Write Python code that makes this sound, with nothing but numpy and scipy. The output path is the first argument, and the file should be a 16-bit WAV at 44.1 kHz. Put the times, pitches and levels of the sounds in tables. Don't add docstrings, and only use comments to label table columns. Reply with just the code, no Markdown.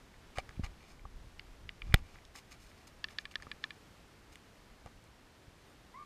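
import sys
import numpy as np
from scipy import signal
from scipy.fft import rfft, irfft, next_fast_len
from scipy.io import wavfile
from scipy.ndimage import uniform_filter1d

SR = 44100
rng = np.random.default_rng(int(sys.argv[2]) if len(sys.argv) > 2 else 0)


def gain_from_db(level_db):
    decades = np.asarray(level_db, float) / 20
    return 10 ** decades


def pcm_store(signal):
    levels = np.round(np.clip(np.atleast_2d(signal), -1, 1) * 32767)
    wavfile.write(sys.argv[1], SR, levels.astype(np.int16).T)


N = 267025

# (f/Hz, level/dB, t60/s)
CASE_MODES = [(487, -11, 0.011), (761, -2.5, 0.02), (1198, -0.5, 0.016), (1656, -7, 0.014),
              (1970, -1.5, 0.0092), (2350, 2.5, 0.012), (2895, -3, 0.0087), (3530, -6, 0.0079),
              (3940, -7.5, 0.0083), (4360, -5.5, 0.0094), (5140, 0, 0.002), (6500, -4, 0.003),
              (7450, -8.5, 0.0063), (8890, -6, 0.0026), (10160, -9, 0.0019), (12800, -7, 0.0013)]


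def level(x, db):
    return x * gain_from_db(db) / np.sqrt(np.mean(x ** 2))


def ring(x, modes):
    out = 0
    for k, (hz, db, t60_s) in enumerate(modes):
        pole = np.exp(2j * np.pi * hz / SR - np.log(1000) / (t60_s * SR))
        out = out + (-1) ** k * gain_from_db(db) * signal.lfilter([1], [1, -pole], x).imag
    return out


def tint(x, gain):
    size = next_fast_len(len(x))
    hz = np.maximum(np.fft.rfftfreq(size, 1 / SR), 10)
    return irfft(rfft(x, size) * gain(hz), size)[:len(x)]


def add(track, s, sound):
    i = int(s * SR)
    track[i:i + len(sound)] += sound[:N - i]


def walk(rate_hz):
    hold = int(SR / rate_hz)
    steps = np.repeat(rng.standard_normal(N // hold + 1), hold)
    return 1.3 * uniform_filter1d(uniform_filter1d(steps, hold), hold)[:N]


def strikes(rows, modes, weight_db, rough):
    out = np.zeros(N)
    t_ms = np.arange(2600) / SR * 1000
    splinters = rng.standard_normal((len(rows), len(t_ms)))
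    for (s, peak_db, colour, push_ms), splinter in zip(rows, splinters):
        push = rough * splinter * np.exp(-2 * t_ms / push_ms)
        push[:3] += [.3, .6, .3]
        push[26:29] += [.35, .7, .35]
        weighted = [(hz, db + weight_db(hz, colour), t60_s) for hz, db, t60_s in modes]
        sound = ring(push, weighted)
        add(out, s, gain_from_db(peak_db) * sound / np.abs(sound).max())
    return out


def wood():
    # (f/Hz, density/dB per Hz)
    spectrum = [(15, -58), (25, -2), (48, 0), (373, -8.5), (416, -9.5), (516, -11.5), (1790, -16),
                (5000, -23.5), (12900, -35.5), (14800, -40), (16000, -74)]
    hz, db = np.transpose(spectrum)

    def colour(f):
        slope_db = np.interp(np.log(np.minimum(f, 14600)), np.log(hz), db)
        return gain_from_db(slope_db) / (1 + (f / 15150) ** 160)

    hiss = tint(rng.standard_normal(N), colour)
    drift_db = .25 * walk(1.5) + .5 * walk(12)
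    return level(hiss * gain_from_db(drift_db), -60)


def sway():
    # (t/s, level/dB)
    rumble = [(0, -74), (.3, -61), (.58, -54), (.95, -59), (1.25, -51), (1.5, -55), (1.8, -50.5),
              (1.94, -40.5), (2.1, -50), (2.22, -62), (2.75, -66.5), (3.47, -65.5), (3.9, -77), (4.84, -63),
              (5.15, -71.5), (6.05, -74)]
    s, db = np.transpose(rumble)
    low = tint(rng.standard_normal(N), lambda hz: 1 / (1 + (hz / 46.0) ** 2.25) / (1 + (16.7 / hz) ** 3))
    lumpy = level(low * gain_from_db(5.0 * walk(25)), 0)
    return lumpy * gain_from_db(np.interp(np.arange(N) / SR, s, db))


def insect():
    # (start/s, length/s, f/Hz, level/dB)
    tones = [
        (5.65, .1, 8800, -83),
        (5.65, .11, 13200, -87),
        (5.67, .07, 10300, -89),
        (0, 6.05, 11400, -96),
    ]
    out = np.zeros(N)
    for s, length_s, hz, db in tones:
        count = int(length_s * SR)
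        phase = 2 * np.pi * np.cumsum(hz * (1 + .004 * walk(150)[:count])) / SR
        fade = signal.windows.tukey(count, .4)
        add(out, s, gain_from_db(db) * fade * np.sqrt(2) * np.sin(phase))
    return out


def twigs():
    # (t/s, peak/dB, centre f/Hz)
    snaps = [(0.141, -51, 1500), (0.3736, -35, 1480), (.3848, -33, 3940), (0.508, -45, 1380),
             (.5651, -49, 3040), (0.6359, -37, 1200), (0.9937, -48, 2300), (1.0523, -37.5, 720),
             (1.3945, -33.5, 2920), (1.6912, -28.5, 2700), (1.8183, -31.5, 2350), (1.899, -50, 1660),
             (1.924, -38, 1880), (1.9591, -37, 2400), (2.1562, -45, 1380), (2.1852, -48, 2350),
             (2.251, -46, 4740), (2.353, -42, 1230), (2.7145, -48, 2380), (2.8715, -48, 6500),
             (3.3125, -44.5, 2970), (3.3397, -47, 2200), (3.3997, -45, 1390), (3.4228, -45, 7000),
             (3.4678, -39.5, 1160), (4.3215, -56, 5000), (4.3558, -49, 5100), (5.0405, -55, 9700),
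             (5.059, -61, 800)]
    # (t/s, peak/dB, centre f/Hz, dull splinter level/dB, bright splinter level/dB)
    breaks = [
        (0.3835, -25.5, 2360, 0, -10.5),
        (.4912, -39.5, 1480, -25, -5.5),
        (1.9406, -8.5, 1850, -11, -30),
        (1.9418, -13, 3940, -7.5, -9.5),
        (4.3557, -41, 2700, -28, -5),
        (4.8600, -50, 2150, 8.5, -1),
    ]
    snap_push_ms, break_push_ms = 2.8, .75
    splinter_ratio, dull_late_ms, bright_late_ms = 3.73, .86, .6

    def push_ms(ms, hz):
        return ms * (2000 / hz) ** .67

    def weight_db(hz, centre_hz):
        octaves = np.log2(hz / centre_hz)
        return -17 * octaves ** 2 / (1 + .4 * (hz > centre_hz))

    rows = [(s, db, hz, push_ms(snap_push_ms, hz)) for s, db, hz in snaps]
    for s, db, hz, dull_db, bright_db in breaks:
        parts = [(0, 0, hz),
                 (dull_late_ms, dull_db, hz / splinter_ratio),
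                 (bright_late_ms, bright_db, hz * splinter_ratio)]
        for late_ms, part_db, part_hz in parts:
            rows.append((s + late_ms / 1000, db + part_db, part_hz, push_ms(break_push_ms, part_hz)))
    return strikes(rows, CASE_MODES, weight_db, rough=.22)


def litter_tail(dry_clicks):
    t = np.arange(6000) / SR
    scatter = rng.standard_normal(len(t)) * np.exp(-t * np.log(1000) / 0.021)
    return gain_from_db(-33.0) * signal.fftconvolve(dry_clicks, scatter)[:N]


def leaves():
    # (start/s, length/s, level/dB, brightness/dB per octave)
    scrapes = [(0.352, 0.044, -53, -0.6), (0.384, 0.026, -52.5, -1.7), (0.629, 0.051, -50, 0.2),
               (0.777, 0.2, -55.5, -1), (0.861, 0.11, -60, 3.5), (1.816, 0.39, -48, -0.3),
               (1.942, 0.033, -55.5, -2.5), (1.995, 0.3, -53.5, 0), (2.34, 0.079, -52, 4),
               (2.503, 0.062, -56.5, 3), (2.575, 0.2, -56, 5), (2.739, 0.17, -63, 4),
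               (2.868, 0.026, -66, 6), (3.083, 0.068, -60, 2), (3.188, 0.046, -63, 3),
               (3.308, 0.032, -65, 3.5), (3.425, 0.015, -68.5, -1), (3.606, 0.096, -61, 1),
               (4.314, 0.049, -66.5, 6), (4.862, 0.022, -64.5, -7.5)]
    size, clump = 8000, 160
    out = np.zeros(N)
    for (s, length_s, db, tilt_db), chance in zip(scrapes, rng.random((len(scrapes), 4, size))):
        grain_size = gain_from_db(-2.0 * np.log(chance[2] + 1e-9))
        grains = (chance[0] - .5) * (chance[1] < .35) * grain_size
        clumps = gain_from_db(11 * uniform_filter1d(np.repeat(chance[3, ::clump], clump), size=100))
        along = np.minimum(np.arange(size) / (length_s * SR), 1)
        swell = np.sin(np.pi * along ** .65) ** 2
        modes = [(hz, g + tilt_db * np.log2(hz / 2000), (t60_s + .004) * min(1, (6500 / hz) ** 2))
                 for hz, g, t60_s in CASE_MODES]
        sound = ring(grains * clumps * swell, modes)
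        add(out, s, level(sound, db - 12.0) / np.sqrt(length_s * SR / size))
    return tint(out, lambda hz: 1 / (1 + (hz / 14800) ** 30))


def jolts():
    # (t/s, peak/dB, length/ms, inward 1 or outward -1)
    pushes = [(0.3782, -33.5, 7.4, -1), (0.4896, -46, 7.9, -1), (0.574, -38, 8.3, -1),
              (0.5945, -29, 3.55, -1), (0.597, -36, 4.2, 1), (0.602, -34, 9.2, -1), (0.633, -30, 12, -1),
              (1.9396, -12, 7.14, 1), (3.4689, -44, 1.9, -1), (4.859, -45, 5.8, -1), (5.479, -47.5, 6.7, 1)]
    soft_share, vent_hz = .83, 24.
    out = np.zeros(N)
    for s, peak_db, length_ms, sign in pushes:
        push = signal.windows.tukey(int(length_ms * SR) // 1000, soft_share)
        add(out, s, np.sign(sign) * gain_from_db(peak_db) * push)
    return 1.35 * signal.lfilter(*signal.butter(2, vent_hz, "high", fs=SR), out)


def clasp():
    # (t/s, peak/dB, brightness/dB)
    shuts = [
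        (3.042, -21.5, 2),
        (3.0855, -39.5, 0),
        (3.1853, -22.5, 0.5),
        (3.3557, -22.5, 2),
        (3.423, -39, -8.5),
        (3.6397, -22.5, 1),
    ]
    # (t/s, peak/dB, brightness/dB)
    opens = [
        (3.2538, -31.5, .4),
        (3.515, -28.5, 0.34),
        (3.7061, -33, -0.31),
    ]
    # (f/Hz, level/dB, t60/s)
    shut_modes = [(1083, -9, 0.037), (1240, -16, 0.05), (1747, -2, 0.019), (2380, 0.5, 0.014),
                  (2680, 3, 0.012), (3520, -0.5, 0.0087), (3970, -3, 0.011), (4405, 1, 0.012),
                  (5690, -9, 0.0072), (6500, -17.5, 0.0047), (8900, -25.5, 0.0053)]
    # (f/Hz, level/dB, t60/s)
    open_modes = [(1130, -4.5, 0.029), (1720, -4.5, 0.025), (2420, 8.5, 0.021), (2940, 6, 0.0051),
                  (3400, 0, 0.01), (4040, 1.5, 0.018), (4630, -4, 0.011), (5500, -14, .007),
                  (8070, -12.5, 0.006)]
    shut_push_ms, open_push_ms = 1.9, .84

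    def lift_db(hz, bright_db):
        return (hz > 2600) * bright_db

    shut_rows = [(*row, shut_push_ms) for row in shuts]
    open_rows = [(*row, open_push_ms) for row in opens]
    shutting = strikes(shut_rows, shut_modes, lift_db, rough=.14)
    return shutting + strikes(open_rows, open_modes, lift_db, rough=.14)


def dog():
    start_s, attack_s, hold_s, release_s = 5.932, .014, .086, .024
    from_hz, top_hz, glide_s = 950, 1198, .08
    yip_db, swell_db, quiet_db = -53.5, 2.5, -26
    second_db, second_joins_s = -5, .037
    t = np.arange(N) / SR - start_s
    hz = from_hz + (top_hz - from_hz) * np.sin(np.pi / 2 * np.clip(t / glide_s, 0, 1))
    corners_s = np.cumsum([0, attack_s, hold_s, release_s])
    shape_db = np.interp(t, corners_s, [quiet_db, 0, swell_db, quiet_db], left=-80)
    fading_octave_db = -56 - 300 * np.maximum(t, 0)
    second_share = gain_from_db(second_db) * np.clip(t / second_joins_s, 0, 1)
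    out = 0
    for ratio, share, octave_db in (.99, 1, fading_octave_db), (.93, second_share, -66.5):
        phase = 2 * np.pi * np.cumsum(ratio * hz * (1 + .012 * walk(120))) / SR
        voice = gain_from_db(yip_db) * np.sin(phase) + gain_from_db(octave_db) * np.sin(2 * phase)
        out = out + share * gain_from_db(shape_db) * voice
    return np.sqrt(2) * out


def scene():
    clicks = twigs() + clasp()
    hit = clicks + litter_tail(clicks) + leaves() + jolts()
    return (hit + wood() + sway() + insect() + dog())[None]


def band_limit(x):
    return signal.sosfilt(signal.butter(12, 16500, fs=SR, output="sos"), x)


def record(dry):
    low_pass = signal.ellip(8, .2, 60, 16400, fs=SR, output="sos")
    return band_limit(signal.sosfilt(low_pass, dry))


dry = scene()
out = record(dry)
pcm_store(out)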